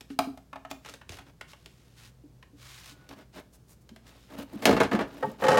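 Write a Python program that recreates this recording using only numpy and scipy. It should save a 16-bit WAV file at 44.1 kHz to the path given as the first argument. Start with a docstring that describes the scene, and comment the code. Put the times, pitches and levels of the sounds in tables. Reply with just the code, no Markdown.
"""Soft bumps and a hand's knock on the steel tail rack of a small electric scooter, close to the microphone.
It stands on a rug in a workshop: small fittings tick, clothes rub and feet shuffle.
Then it is shifted: the plastic shell clatters on its mounts and the frame judders in quick slips.
Each blow is a crack and a ring of modes; cloth and soles make grainy friction noise.
Behind it all lie a short room tail, still air and a low mains hum."""
import sys
import numpy as np
from scipy import signal
from scipy.io import wavfile

SR = 44100
rng = np.random.default_rng(int(sys.argv[2]) if len(sys.argv) > 2 else 0)


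def waveform_to_disk(signal):
    """Save audio, clipped to [-1, 1], as 16-bit WAV at the path in sys.argv[1]."""
    frames = np.transpose(np.atleast_2d(signal))
    scaled = np.clip(frames, -1, 1) * 32767
    samples = np.round(scaled).astype(np.int16)
    wavfile.write(sys.argv[1], SR, samples)


N = 246519
TIME = np.arange(N) / SR
RING_TIME = TIME[:SR // 3]


# jolts of the shell: t/s, level/dB, firmness/dB (treble over middle), number of rebounds
SHELL_JOLTS = [(4.622, -42, -8.5, 0), (4.6542, -20, -6, 4), (4.765, -26.5, -19, 0),
               (4.801, -19.5, -18.5, 0), (4.832, -34.5, -9, 1), (4.913, -27.5, -23, 2),
               (4.989, -29.5, -22, 0), (5.008, -33, -18, 0)]
# its dense ring: f/Hz, relative level/dB
SHELL_SPECTRUM = [(60, -11.5), (130, -3), (250, 3), (550, 2), (1000, -6.5), (2000, -10), (4000, -15.5),
                  (6500, -20.5), (10000, -27.5), (16000, -29)]
# its modes: f/Hz, level/dB against the ring, t60/s
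SHELL_RESONANCES = [(202, -5, 0.23), (260.2, -2.5, 0.25), (343, -21, 0.21), (450, -5, 0.21),
                    (631, 3, 0.067), (705, -12, 0.072), (859, -9.5, 0.15), (1237, -11.5, 0.19),
                    (1741, -7.5, 0.085), (2207, -5.5, 0.054), (2100, -12, 0.062), (2730, -9, 0.06),
                    (3250, -11, 0.049), (3700, -18, 0.064), (4250, -15, 0.075)]
def shell():
    """The loose plastic shell is jolted and rebounds on its mounts at a nearly even pace, ever weaker."""
    gap_s, jitter_s = 0.0178, 0.00099
    drop_db, loss_db, firmness_db = 4.2, 1.43, -15
    rebounds = []
    for s, db, _, count in SHELL_JOLTS:
        for k in range(1, round(count) + 1):
            rebound_s = s + k * gap_s + jitter_s * rng.standard_normal()
            rebounds.append((rebound_s, db - drop_db - k * loss_db, firmness_db))
    hits = contacts(SHELL_JOLTS, bass_db=-5.5, bass_follows=-0.15) + contacts(rebounds, bass_db=4.5)
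    return blows(hits, SHELL_SPECTRUM, SHELL_RESONANCES,
                 stretch=1.84, crack_db=10.5, crack_s=0.0013, contact_s=0.00037)


# the frame catches and lets go with a jerk: t/s, level/dB, firmness/dB
FRAME_CATCHES = [(5.226, -29, -30), (5.42, -29, -29), (5.482, -19, -17.5), (5.571, -21, -17)]
# the push that keeps it juddering: t/s, level/dB
FRAME_PUSH = [(5.435, -21.5), (5.453, -22.5), (5.585, -19)]
# its dense ring: f/Hz, relative level/dB
FRAME_SPECTRUM = [(60, -24), (150, 0.5), (320, -3), (550, -1.5), (1000, -7.5), (2000, -19), (4000, -26.5),
                  (7000, -31.5), (16000, -43.5)]
# its modes: f/Hz, level/dB against the ring, t60/s
FRAME_RESONANCES = [(144.6, -7, 0.41), (212, -3.5, 0.26), (420.6, 4.5, 0.23), (521, 17.5, 0.074),
                    (709, 4.5, 0.1), (852.3, 6.5, 0.11), (893, -3, 0.076), (1150, -3.5, 0.13),
                    (1293, -7.5, 0.085), (1586, -9.5, 0.097), (1854, -1.5, 0.063), (3020, -9, 0.037)]
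def frame():
    """The frame slips again and again, harder under a harder push, and sticks just before a catch."""
    gap_s, jitter_s, stick_s = 0.0132, 0.0024, 0.013
    slip_db, scatter_db, firmness_db = -5, 2, -19
    push_s, push_db = np.transpose(FRAME_PUSH)
    beats = np.arange(push_s[0], push_s[-1], gap_s)
    late, strong = rng.standard_normal((len(beats), 2)).T
    times = np.minimum(beats + jitter_s * late, push_s[-1])
    levels_db = np.interp(times, push_s, push_db) + slip_db + scatter_db * strong
    slips = [(s, db, firmness_db) for s, db in zip(times, levels_db)
             if not any(0 < catch_s - s < stick_s for catch_s, *_ in FRAME_CATCHES)]
    hits = contacts(FRAME_CATCHES, bass_db=-11.5, bass_follows=-0.28) + contacts(slips, bass_db=-3)
    return blows(hits, FRAME_SPECTRUM, FRAME_RESONANCES,
                 stretch=0.9, crack_db=-21, crack_s=0.0038, contact_s=0.00034)


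# knocks on the rack: t/s, relative level/dB, firmness/dB
HAND_KNOCKS = [(0.189, -26.5, -10), (0.374, -54, -10), (0.529, -41, -25), (0.557, -40, -26),
               (0.649, -41.5, -26.5), (0.712, -42.5, -4.5)]
# its dense ring: f/Hz, relative level/dB
RACK_SPECTRUM = [(60, -21.5), (200, -16), (480, -21), (700, 1), (1200, -8), (1800, -8), (4000, -10.5),
                 (6500, -13), (9500, -21.5), (16000, -17)]
# its modes: f/Hz, level/dB against the ring, t60/s
RACK_RESONANCES = [(266, 3, 0.16), (399, -13, 0.17), (637, 7, 0.064), (723, 13.5, 0.035), (843, -12, 0.091),
                   (1113, 2, 0.041), (1318, 11.5, 0.023), (2440, 3, 0.047), (3465, -6, .04),
                   (4380, -26, 0.0397), (7700, -27, .035)]
def rack():
    """A hand knocks the steel rack, the part nearest the microphone, and it rings briefly."""
    hits = contacts(HAND_KNOCKS, bass_db=-1.5, bass_follows=0.6)
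    return from_db(0.5) * blows(hits, RACK_SPECTRUM, RACK_RESONANCES,
                                stretch=0.65, crack_db=2, crack_s=0.0016, contact_s=0.00024)


# soft bumps: t/s, f/Hz, level/dB
PANEL_BUMPS = [(0.103, 266, -29.5), (0.272, 266, -26), (1.1, 93.5, -35.5), (2.238, 300, -42.5),
               (2.532, 295, -46.5), (2.918, 304, -48.5), (3.915, 228, -38.5), (4.538, 309, -28.5),
               (4.555, 212, -28), (4.942, 214, -13.5), (5.273, 212, -28.5)]
def bumps(rise_s=0.0016, t60_s=0.105, upper_ratio=1.55, upper_db=-15.5):
    """A soft contact, close by, wakes only a low panel mode and a weaker one above it."""
    track = np.zeros(N)
    for s, hz, db in PANEL_BUMPS:
        phase = 2 * np.pi * hz * RING_TIME
        envelope = (1 - np.exp(-RING_TIME / rise_s)) * from_db(db - 60 * RING_TIME / t60_s)
        add(track, s, envelope * (np.sin(phase) + from_db(upper_db) * np.sin(upper_ratio * phase)))
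    return track


# ticks of the fittings: t/s, level/dB, firmness/dB
FITTING_TICKS = [(0.008, -60.5, 8), (0.102, -55.5, -9.5), (0.243, -66.5, 4), (0.848, -53, -7.5),
                 (0.859, -52, -3.5), (0.895, -60.5, 7), (0.938, -54.5, 2), (1.013, -50, -20),
                 (1.092, -56.5, 8), (1.12, -58, 4), (1.186, -51, -9), (1.41, -44, -11),
                 (1.532, -51.5, -12.5), (1.659, -58.5, 3), (2.426, -53.5, -15), (3.09, -65.5, 10),
                 (3.891, -64.5, 3.5), (3.961, -58.5, -4)]
# spells of jiggling: start t/s, end t/s
JIGGLE_SPANS = [(0.856, 0.925), (1.1, 1.21)]
# their dense ring: f/Hz, relative level/dB
FITTING_SPECTRUM = [(60, -37.5), (300, -6.5), (1000, -3.5), (3000, -1), (6000, -9.5), (10000, -16.5),
                    (16000, -24)]
# their modes: f/Hz, level/dB against the ring, t60/s
FITTING_RESONANCES = [(1057, -7, 0.029), (1240, 12, 0.0069), (1900, -11, 0.077), (2600, -7, 0.009)]
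def fittings():
    """Small fittings tick close to the microphone; loose ones jiggle faintly as the hand slides off."""
    jiggles_per_s, jiggle_db, scatter_db, firmness_db = 50, -59, 3, -4
    jiggles = [(rng.uniform(start, end), rng.normal(jiggle_db, scatter_db), firmness_db)
               for start, end in JIGGLE_SPANS for _ in range(round((end - start) * jiggles_per_s))]
    hits = contacts(FITTING_TICKS + jiggles, bass_db=-3.5, bass_follows=1.0)
    return blows(hits, FITTING_SPECTRUM, FITTING_RESONANCES,
                 stretch=1.0, crack_db=7, crack_s=0.0025, contact_s=0.00023)


# short squeaks: middle t/s, length/s, level/dB, f/Hz
FRAME_SQUEAKS = [(3.01, 0.24, -69, 1467), (5.246, 0.038, -28.5, 893)]
def squeaks():
    """Stick and slip lock briefly onto one mode of the frame."""
    return sum(strokes([row]) * wavering(row[-1], spread=0.01295, rate_hz=130) for row in FRAME_SQUEAKS)


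# shuffles: middle t/s, length/s, relative level/dB
FOOT_SHUFFLES = [(1.205, 0.095, -58.5), (1.285, 0.069, -56), (3.0, 0.47, -66), (3.122, 0.062, -45),
                 (3.198, 0.1, -49), (3.376, 0.1, -43.5), (4.12, 0.22, -59), (4.34, 0.13, -48),
                 (4.404, 0.095, -38), (4.56, 0.2, -48), (4.64, 0.056, -32), (5.2, 0.47, -48),
                 (5.43, 0.11, -38)]
# dull sole and gritty scuff: f/Hz, relative level/dB
SOLE_SPECTRUM = [(70, -50), (170, -7.5), (270, -5.5), (450, -12.5), (630, -14), (1000, -25.5), (1600, -35)]
SCUFF_SPECTRUM = [(600, 6.5), (1200, 3.5), (3500, -4), (6000, -12.5), (16000, -46)]
# hollow tones under the soles: f/Hz, width/Hz, lift/dB
HOLLOW_TONES = [(275.5, 13.5, 9), (312.6, 11, 7.5), (607, 45, 8.5), (910, 16, 12.5)]
def feet(sole_db=-5, scuff_db=-17, scuff_follows=0.73):
    """Down on the rug, soles drag dully and hollowly with a gritty scuff on top."""
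    drag = strokes(FOOT_SHUFFLES)
    sole = drag * friction(SOLE_SPECTRUM, grain_db=5, grain_hz=121.3)
    hollow = sum((from_db(lift_db) - 1) * resonance(sole, hz, width_hz)
                 for hz, width_hz, lift_db in HOLLOW_TONES)
    # a heavier step is duller: the scuff takes only a share of the sole's swing in dB
    scuff = drag ** scuff_follows * friction(SCUFF_SPECTRUM, grain_db=3.5, grain_hz=300)
    return from_db(sole_db) * (sole + hollow) + from_db(scuff_db) * scuff


# strokes of cloth: middle t/s, length/s, level/dB
SLEEVE_RUBS = [(0.12, 0.082, -59.5), (0.706, 0.02, -51.5), (0.9, 0.2, -58), (1.14, 0.14, -54),
               (1.277, 0.069, -69), (1.51, 0.093, -56), (1.76, 0.91, -68), (2.03, 0.2, -55.5),
               (2.73, 0.39, -51), (2.885, 0.15, -51), (3.365, 0.1, -58), (4.085, 0.07, -57),
               (4.2, 0.42, -64.5)]
SLEEVE_BRUSHES = [(3.548, 0.06, -60), (3.712, 0.095, -59.5), (3.82, 0.036, -69)]
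# their hiss: f/Hz, relative level/dB
RUB_SPECTRUM = [(200, -10), (700, -4.5), (1200, 3), (3800, 4), (7000, -2), (11000, -8), (16000, -11.5)]
BRUSH_SPECTRUM = [(1000, 5), (3500, -1.5), (7000, 6), (10000, 3.5), (16000, -2)]
def clothes():
    """A little off the microphone, sleeves rub in grainy strokes and brush in thinner, smoother ones."""
    rub = strokes(SLEEVE_RUBS) * friction(RUB_SPECTRUM, grain_db=2.5, grain_hz=395)
    brush = strokes(SLEEVE_BRUSHES) * friction(BRUSH_SPECTRUM, grain_db=2, grain_hz=500)
    return rub + brush


# decay of the room: f/Hz, t60/s
WORKSHOP_T60 = [(100, 0.33), (500, 0.29), (3000, 0.29), (8000, 0.3), (16000, 0.37)]
def workshop(x, build_s=0.0032):
    """Diffuse reflections build up quickly around the microphone and die in about a third of a second."""
    envelopes = dying(WORKSHOP_T60) * (1 - np.exp(-RING_TIME / build_s))
    tail = bands([(100, -0.5), (16000, -3)], envelopes).sum(0)
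    return signal.fftconvolve(x, tail / np.sqrt(np.sum(tail ** 2)))[:N]


# room air: f/Hz, relative level/dB
AIR_SPECTRUM = [(25, -9), (80, -7.5), (135, -5.5), (280, -16), (450, -19), (750, -27), (1200, -31),
                (2500, -37), (5500, -36.5), (10000, -42.5), (16000, -42.5)]
# mains hum: f/Hz, level/dB
MAINS_HUM = [(58, -62.5), (121.5, -67)]
# swell of the hum: middle t/s, length/s, level/dB, f/Hz
DECK_HUM = (2.5, 2.5, -61, 124)
def room_tone(air_db=-60):
    """Still workshop air and a low hum that swells as the microphone moves over the deck."""
    air = bands(AIR_SPECTRUM, np.ones((len(BANK), N))).sum(0)
    hum = sum(from_db(db) * wavering(hz, spread=0.0244, rate_hz=7.1) for hz, db in MAINS_HUM)
    swell = strokes([DECK_HUM]) * wavering(DECK_HUM[-1], spread=0.04, rate_hz=14)
    return from_db(air_db) * air / rms(air) + hum + swell


def contacts(rows, bass_db, bass_follows=0):
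    """Firmness lifts the treble and can shift the bass; gives t/s and bass, middle, treble level/dB."""
    return [(s, db + bass_db + bass_follows * firmness_db, db, db + firmness_db)
            for s, db, firmness_db, *_ in rows]


# decay of a panel, before each part's stretch: f/Hz, t60/s
PANEL_DECAY = [(100, 0.083), (600, 0.069), (2000, 0.071), (6000, 0.056), (16000, 0.026)]
def blows(hits, spectrum, modes, stretch, crack_db, crack_s, contact_s):
    """Each blow is a brief crack, then a dense ring out of which the strong modes stand."""
    register_hz = [330, 1255, 5300]   # bass, middle, treble
    registers = np.digitize(CENTRES, [500, 3000])
    onset = SR // 32   # samples over which a blow's level is set
    scatter_db = 2
    track = np.zeros(N)
    decays = dying(PANEL_DECAY, stretch) + from_db(crack_db) * np.exp(-RING_TIME / crack_s)
    for s, *register_db in hits:
        # a dull blow is a soft contact and takes longer to build up
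        dullness_db = np.clip(register_db[1] - register_db[2], 0, 20)
        attack = 1 - np.exp(-RING_TIME / (contact_s * from_db(dullness_db)))
        ring = bands(spectrum, decays * attack)
        ring /= rms(ring[:, :onset].sum(0))
        for hz, level_db, t60 in modes:
            strength = from_db(rng.normal(level_db, scatter_db) - 60 * RING_TIME / t60)
            tone = np.sin(2 * np.pi * (hz * RING_TIME + rng.random()))
            ring[np.digitize(hz, EDGES) - 1] += attack * strength * tone
        # place and hardness of the contact set how much bass, middle and treble it wakes
        colour = [(hz, db - 20 * np.log10(rms(ring[registers == k, :onset].sum(0))))
                  for k, (hz, db) in enumerate(zip(register_hz, register_db))]
        add(track, s, from_db(at_hz(colour, CENTRES)) @ ring)
    return track


def friction(spectrum, grain_db, grain_hz):
    """Fibres catch and let go, so the hiss comes in small grains; rms one."""
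    grains = from_db(grain_db * wander(grain_hz))
    hiss = bands(spectrum, np.tile(grains, (len(BANK), 1))).sum(0)
    return hiss / rms(hiss)


def strokes(rows, ramp_share=0.43):
    """Gain over time: every stroke swells, holds and fades; their powers add."""
    power = np.zeros(N)
    for s, length_s, db, *_ in rows:
        progress = (TIME - s) / length_s + .5
        pressure = np.clip(np.minimum(progress, 1 - progress) / ramp_share, 0, 1)
        power += (from_db(db) * np.sin(np.pi / 2 * pressure) ** 2) ** 2
    return np.sqrt(power)


def wavering(hz, spread, rate_hz):
    """A sine of rms one whose pitch wanders by a share of itself."""
    pitch_hz = hz * (1 + spread * wander(rate_hz))
    return np.sqrt(2) * np.sin(2 * np.pi * np.cumsum(pitch_hz) / SR)


def wander(rate_hz):
    """Random values joined by straight lines."""
    return np.interp(TIME * rate_hz, np.arange(N), rng.standard_normal(N))


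EDGES = np.geomspace(22, 18000, 24)   # f/Hz
CENTRES = np.sqrt(EDGES[1:] * EDGES[:-1])
BANK = [signal.butter(2, pair, "band", fs=SR, output="sos") for pair in zip(EDGES, EDGES[1:])]
def bands(spectrum, envelopes):
    """One row of noise per band, each under its own envelope."""
    drives = rng.standard_normal(np.shape(envelopes)) * envelopes
    gains = from_db(at_hz(spectrum, CENTRES))
    return np.array([gain * signal.sosfilt(sos, drive + 1e-18)
                     for sos, gain, drive in zip(BANK, gains, drives)])


def dying(t60s, stretch=1):
    """One exponential decay per band."""
    return from_db(-60 * RING_TIME / (stretch * at_hz(t60s, CENTRES)[:, None]))


def resonance(x, hz, width_hz):
    """Two-pole resonance with gain one at its peak."""
    r = np.exp(-np.pi * width_hz / SR)
    feedback = [1, -2 * r * np.cos(2 * np.pi * hz / SR), r * r]
    return signal.lfilter(np.array([1, 0, -1]) * (1 - r * r) / 2, feedback, x)


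def at_hz(points, hz):
    """Read a table on a log-frequency axis."""
    freqs, values = np.transpose(points)
    return np.interp(np.log(hz), np.log(freqs), values)


def add(track, s, sound):
    """Mix a sound into the track at a time."""
    start = max(round(s * SR), 0)
    track[start:start + len(sound)] += sound[:N - start]


def from_db(db):
    """Decibels to gain."""
    return 10 ** (np.asarray(db) / 20)


def rms(x):
    """Root mean square."""
    return np.sqrt(np.mean(x ** 2) + 1e-20)


def scene():
    """One microphone by the scooter's tail: close and farther sounds, with the workshop around them."""
    close = rack() + fittings() + bumps()
    farther = shell() + frame() + squeaks() + clothes() + feet()
    reflections = workshop(from_db(-9) * close + from_db(-12) * farther)
    return (close + farther + reflections + room_tone())[None]


def record(dry):
    """The microphone loses the bass below 45 Hz, and the top is cut at 16.2 kHz."""
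    thin = signal.sosfilt(signal.butter(4, 45, "high", fs=SR, output="sos"), dry)
    return signal.sosfilt(signal.ellip(10, .1, 80, 16200, fs=SR, output="sos"), thin)


dry = scene()
out = record(dry)
waveform_to_disk(out)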